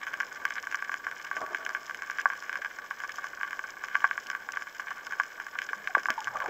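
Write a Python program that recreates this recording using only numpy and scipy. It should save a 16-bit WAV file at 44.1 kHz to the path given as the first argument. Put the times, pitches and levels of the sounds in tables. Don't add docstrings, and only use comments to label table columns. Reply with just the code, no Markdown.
import sys
import numpy as np
from scipy import signal
from scipy.fft import rfft, irfft
from scipy.io import wavfile

SR = 44100
rng = np.random.default_rng(int(sys.argv[2]) if len(sys.argv) > 2 else 0)


def waveform_to_disk(signal):
    frames = np.transpose(np.atleast_2d(signal))
    scaled = np.clip(frames, -1, 1) * 32767
    samples = np.round(scaled).astype(np.int16)
    wavfile.write(sys.argv[1], SR, samples)


N = 286209
TIME = np.arange(N) / SR
SIZE = 4096
AGE = np.arange(SIZE) / SR
FREQS = np.maximum(np.fft.rfftfreq(SIZE, 1 / SR), 1)


# start in seconds, level in dB, brightness in dB per octave,
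# scattered sound in dB against the direct hit.
NEAR_SNAPS = [(.0681, -23, 1, 3), (0.1394, -19.5, 5, -11), (.2023, -16, 2.5, -15), (0.2078, -15.5, 0, -6),
              (0.4526, -12, 2.5, -11), (.506, -19.5, 5.5, -15), (0.6703, -20, -2, -29),
              (0.7248, -22, 3, -3.5), (0.7451, -14.5, 2.5, -8), (0.824, -19, 0, -14.5),
              (0.8945, -18.5, -4, -26), (.9171, -21.5, -0.5, -2.5), (0.9413, -17, 2, -17),
              (1.0674, -17, -4, -4), (1.3131, -17, -5.5, -13), (1.3668, -19.5, 2.5, -14),
              (1.547, -15, 5.5, -12), (1.6638, -18, 6, -16), (1.692, -21, -2.5, -1), (1.749, -15.5, 2, -9),
              (1.8962, -23, -4, -23), (1.946, -23.5, 12.5, -8), (2.021, -21.5, 3, -20),
              (2.099, -18.5, 0.5, -25), (2.1853, -18, 3.5, -0.5), (2.2565, -5.5, -10.5, -11.5),
              (2.3014, -17, -2, -7), (2.334, -23.5, -2, -14), (2.4946, -19, 4, -14), (2.5283, -21.5, 4, -7),
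              (2.5558, -18.5, 1.5, -4), (2.6473, -19, 1.5, -3), (2.9094, -18.5, -3.5, -5),
              (3.0366, -21, -6.5, -27), (3.2424, -21.5, -5.5, -7), (3.4116, -21, -1, -29),
              (3.4319, -15.5, 0.5, -6), (3.5303, -20, 0, -8), (3.5925, -19, 0, -28), (3.8384, -20, -4, -29),
              (3.9535, -8.5, 1, -17), (3.9655, -22, -2, -7.5), (4.0425, -5.5, -8, -11),
              (4.0498, -14, -1.5, -16), (4.111, -14, 1.5, -18), (4.1778, -17.5, -0.5, -10),
              (4.301, -18, 2.5, -11), (4.3499, -18, 0, -9.5), (4.4886, -20, -4.5, -11.5),
              (4.5714, -16.5, -0.5, -27), (4.6215, -23.5, 1.5, -10), (4.7966, -20, -3.5, -6),
              (5.1226, -21, 1, -3), (5.199, -9, -4.5, -9), (5.4002, -22.5, -1.5, -3.5),
              (5.5881, -15.5, 13, -13), (5.618, -20, 9, -8), (5.7316, -16, -5.5, -13),
              (5.8738, -15.5, 10, -15), (5.9507, -4.5, -6.5, -18), (5.981, -20, -1, -0.5),
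              (6.0566, -14, -0.5, -22), (6.0856, -13.5, -13, -3.5), (6.103, -12, 7, -10),
              (6.272, -17.5, -4, -1.5), (6.4025, -19.5, 1, -8), (6.4598, -21, -2, -13)]

def near_shrimp():
    out = np.zeros(N)
    for start, db, tilt_db, scatter_db in NEAR_SNAPS:
        add(out, start, snap(db, tilt_db, scatter_db))
    return out


def snap(db, tilt_db, scatter_db):
    corner_hz = 3160 * 2 ** (0.0331 * tilt_db)
    collapse = 1 / np.sqrt(1 + (FREQS / corner_hz) ** 10)
    knock = through(wall(tilt_db, patchy_db=-0.04), ring(collapse))
    edge = undb(-40.5 + 0.425 * tilt_db) * tick(top_db=-7)
    direct = undb(db) * knock / crest(knock) + edge
    return through(paths(scatter_db, onset_s=0.0032, t60=0.089, rate=700), direct)


# pitch in Hz, width in Hz, level in dB.
WALL_MODES = [(880, 240, -34), (1150.3, 60, -2.5), (1462, 45, -16.5), (1571, 100, -2), (1662, 82, -9),
              (2010, 340, -15), (2195, 126, -15), (3000, 185, -13)]
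# frequency in Hz, gain in dB.
PUSH_EQ = [(60, -38), (200, -38.5), (400, -24), (650, -5.5), (1000, -1), (1600, 4), (2400, -4),
           (3300, -12.5), (4000, -18.5), (7500, -22.5), (9100, -57.5), (14000, -40)]

def wall(tilt_db, patchy_db):
    modes = [(hz, width, db + patchy_db * rng.standard_normal()) for hz, width, db in WALL_MODES]
    octaves = np.log2(np.clip(FREQS, 900, 2500) / 1550)
    gain = resonances(modes) * colour(PUSH_EQ) * undb(tilt_db * octaves)
    return disperse(ring(gain), hz=1450, width_hz=7700)


def disperse(x, hz, width_hz):
    lag = 1j * (FREQS ** 2 - hz ** 2) / (FREQS * width_hz)
    return irfft(rfft(x) * (1 - lag) / (1 + lag))


def paths(scatter_db, onset_s, t60, rate):
    spray = rng.standard_normal(SIZE) * (rng.random(SIZE) < rate / SR)
    spray *= fade(AGE, t60) * np.clip(AGE / onset_s - 1, 0, 1)
    spray *= undb(scatter_db) / (np.linalg.norm(spray) + 1e-9)
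    spray[0] = 1
    return spray


# start in seconds, level in dB, gain of the top edge in dB.
NEAR_TICKS = [(.203, -32, -11), (.453, -29.5, -1), (0.6265, -34.5, -6), (.7555, -31.5, -18),
              (.941, -35, -19), (1.2478, -34, -10), (1.6505, -31.5, -21), (2.109, -34, -8),
              (2.214, -32, -5), (3.1197, -34, -15), (3.158, -34.5, -6), (4.2692, -32.5, -14),
              (4.3003, -31, -11), (4.521, -30, -18), (5.067, -33, -12), (5.2, -35, -4), (6.033, -38, -12),
              (6.0678, -34, -6), (6.1036, -23.5, -8), (6.205, -31, -25), (6.244, -31, -24)]

def tiny_snaps():
    out = np.zeros(N)
    for start, db, top_db in NEAR_TICKS:
        add(out, start, undb(db) * tick(top_db))
    return out


# frequency in Hz, gain in dB.
TICK_EQ = [(800, -32.5), (3000, 5.5), (3900, -13), (4450, -3.5), (4750, -7), (5170, 4.5), (5600, -0.5),
           (6050, 2), (6450, -1.5), (6900, 1.5), (7600, -9.5), (9100, -40.5), (10800, -19), (14500, -41.5)]
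# frequency in Hz, gain in dB.
TICK_EDGE_EQ = [(9300, -54), (10800, -16), (12200, -11.5), (14300, -7), (16000, -12)]

def tick(top_db):
    click = ring(colour(TICK_EQ) + undb(top_db) * colour(TICK_EDGE_EQ))
    smear = paths(scatter_db=5.5, onset_s=0.00047, t60=0.0019, rate=10000)
    return through(smear, click / crest(click))


def neighbour_shrimp():
    snaps_per_s, tilt_spread_db = 3.5, 2
    out = np.zeros(N)
    for slot, (when, distance, bright) in enumerate(rng.random((32, 3))):
        loss_db = 3 * distance
        tilt_db = 2 + tilt_spread_db * np.sqrt(12) * (bright - .5)
        sound = snap(db=-24.5 - loss_db, tilt_db=tilt_db, scatter_db=-13.5 + 1.5 * loss_db)
        add(out, (slot + when) / snaps_per_s, sound)
    return out


def far_shrimp():
    snaps, sizzle = np.zeros((2, N))
    for tilt_db in np.linspace(-9, 10, num=6):
        echoes = paths(scatter_db=0, onset_s=0.0014, t60=0.034, rate=1100)
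        knock = through(echoes, wall(tilt_db, patchy_db=3.5))
        snaps += through(crackle(rate=110, spread_db=5.5, range_db=30), unit(knock))
    for hz in np.geomspace(3200, 13500, num=8):
        gain = colour(TICK_EQ) * (1 + undb(9) * resonances([(hz, hz / 4, 0)]))
        echoes = paths(scatter_db=-0.5, onset_s=0.00024, t60=0.0076, rate=4500)
        click = through(echoes, ring(gain))
        sizzle += through(crackle(rate=120, spread_db=6, range_db=25), click)
    swell = undb(1.3 * walk(rate=12))
    sizzle_db = -58 + 2 * walk(rate=64)
    return swell * (undb(-43) * unit(snaps) + undb(sizzle_db) * unit(sizzle))


# start in seconds, pitch in Hz, level in dB,
# time to fall 60 dB in seconds, glide in octaves per second.
AIR_POCKETS = [(2.591, 570, -39.5, 0.013, 27), (5.708, 380, -45, .03, 40), (5.76, 207, -57, 0.38, -1),
               (5.894, 782, -38.5, .072, -9.5), (5.961, 1258, -31, 0.088, -49.5),
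               (5.969, 910, -24.5, 0.015, -260), (6.095, 215, -47.5, 0.084, 1),
               (6.178, 1000, -27, 0.019, -12), (6.18, 850, -29.5, 0.13, .5), (6.25, 128, -59.5, 0.76, -0.5),
               (6.354, 1113, -26, 0.073, 3.5), (6.416, 1090, -27.5, 0.054, 4), (6.457, 800, -26, .03, -1),
               (6.483, 410, -33, 0.032, 10)]

def bubbles():
    out = np.zeros(N)
    for start, hz, db, t60, glide in AIR_POCKETS:
        add(out, start, undb(db) * bubble(hz, t60, glide))
    return out


def bubble(hz, t60, glide):
    t = np.arange(int(max(t60, .005) * SR)) / SR
    swell = (1 - np.exp(-hz * t / 2)) * fade(t, t60)
    wobble = 1 + 0.057 * np.interp(t * 250, np.arange(256), rng.standard_normal(256))
    pitch_hz = hz * wobble * 2 ** (glide * t)
    return swell / swell.max() * np.sin(2 * np.pi * np.cumsum(pitch_hz) / SR)


# time in seconds, level in dB.
GURGLE_FADER = [(6.2, -79), (6.3, -57), (6.355, -41), (6.39, -51), (6.44, -41.5), (6.49, -47)]

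def gurgle():
    swirl, start = np.zeros(N), GURGLE_FADER[0][0]
    for when, pitch, size, slide in rng.random((140, 4)):
        hz = 520 * 2.7 ** pitch
        blip = undb(13 * size + 7 * pitch) * bubble(hz, t60=11 / hz, glide=50 * (slide - .5))
        add(swirl, start + when * (N / SR - start), blip)
    swirl /= np.std(swirl[int(start * SR):])
    churn = noise([(120, -12), (350, -10), (800, 12), (1300, 3), (2500, -13), (8000, -70)])
    churn *= undb(1.5 + 3.6 * walk(rate=130)) * (TIME > start)
    return undb(curve(GURGLE_FADER)) * (swirl + churn)


# start in seconds, peak in dB, time for the push to fall 60 dB in seconds.
GUN_HITS = [(1.367, -32, 0.07), (1.414, -24.5, 0.059), (1.438, -29.5, 0.036), (6.0858, -34, 0.005),
            (6.1025, -23.5, 0.01)]

def bumps():
    shove = ring(colour([(50, -18), (150, -12.5), (300, -1), (900, 0), (1500, 1), (4000, -41)]))
    body = unit(barrel()) + undb(3) * unit(shove)
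    out = np.zeros(N)
    for start, db, t60 in GUN_HITS:
        push = rng.standard_normal(SIZE) * fade(AGE, t60)
        thud = through(push, body)
        add(out, start, undb(db) * thud / crest(thud))
    return out


def rub():
    start_s, length_s, attack_s, release_s, sag_db_per_s = 1.355, 0.46, 0.054, 0.15, 30
    age = np.maximum(TIME - start_s, 0)
    contact = np.clip(np.minimum(age / attack_s, 1 - (age - length_s) / release_s), 0, 1)
    slips = crackle(rate=220, spread_db=4, range_db=4)
    return unit(through(slips, barrel())) * contact * undb(-38.5 - sag_db_per_s * age)


# pitch in Hz, width in Hz, level in dB.
BARREL_MODES = [(167, 46, -22), (318, 77, -7.5), (388, 100, -1.5), (637, 19, 7), (910, 150, -15),
                (1133, 23, 4)]

def barrel():
    tone = colour([(60, -8), (200, -6), (1200, 13.5), (2500, -25), (8000, -36)])
    return ring(resonances(BARREL_MODES) * tone)


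# frequency in Hz, gain in dB.
FLOW_EQ = [(28, -7), (42, -17.5), (62, -8), (110, -9), (250, -1.5), (500, 4), (900, 3.5), (1150, 5.5),
           (1400, -9.5), (3000, -45.5)]
# time in seconds, level in dB.
FLOW_FADER = [(0, -55), (5.6, -56), (6.0, -54)]

def water_flow():
    return noise(FLOW_EQ) * undb(curve(FLOW_FADER) + 1.5 * walk(rate=14))


# frequency in Hz, gain in dB.
HISS_EQ = [(1000, 6), (4000, 4), (5300, 1.5), (7000, 2.5), (8200, -6.5), (9100, -27.5), (10000, -18.5),
           (11200, -5.5), (14000, 5.5), (15300, 1)]

def camera():
    whine_hz = 7855 + 3 * walk(rate=38)
    whine = np.sqrt(2) * np.sin(2 * np.pi * np.cumsum(whine_hz) / SR)
    return undb(-61.5) * noise(HISS_EQ) + undb(-75) * whine


def crackle(rate, spread_db, range_db):
    due, size, sign = rng.random((3, N))
    db = -spread_db * np.log(1 - size * (1 - np.exp(-range_db / spread_db)))
    return (due < rate / SR) * undb(db) * np.sign(sign - .5)


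def noise(points):
    return unit(through(rng.standard_normal(N), ring(colour(points))))


def walk(rate):
    knots = rng.standard_normal(1024)
    return np.interp(TIME * rate, np.arange(len(knots)), knots)


def colour(points):
    hz, db = np.transpose(points)
    return undb(np.interp(np.log(FREQS), np.log(hz), db))


def resonances(modes):
    return abs(sum(undb(db) / (1 + 1j * (FREQS ** 2 - hz ** 2) / (FREQS * width))
                   for hz, width, db in modes))


def ring(gain):
    cepstrum = irfft(np.log(gain + 1e-9))
    cepstrum[1:SIZE // 2] *= 2
    cepstrum[SIZE // 2 + 1:] = 0
    return irfft(np.exp(rfft(cepstrum)))


def through(x, response):
    return signal.fftconvolve(x, response)[:len(x)]


def curve(rows):
    return np.interp(TIME, *np.transpose(rows))


def fade(t, t60):
    return np.exp(-np.log(1000) * t / max(t60, 1e-3))


def add(out, start, sound):
    i = max(int(start * SR), 0)
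    out[i:i + len(sound)] += sound[:max(N - i, 0)]


def crest(x):
    return abs(signal.hilbert(x)).max()


def unit(x):
    return x / np.sqrt(np.mean(x ** 2))


def undb(db):
    return 10 ** (np.asarray(db) / 20)


def scene():
    shrimp = near_shrimp() + tiny_snaps() + neighbour_shrimp() + far_shrimp()
    water = water_flow() + bubbles() + gurgle()
    gear = rub() + bumps()
    return (shrimp + water + gear + camera())[None]


def record(dry):
    top_hz = 15600
    return signal.sosfilt(signal.ellip(10, .2, 70, top_hz, fs=SR, output="sos"), dry)


dry = scene()
out = record(dry)
waveform_to_disk(out)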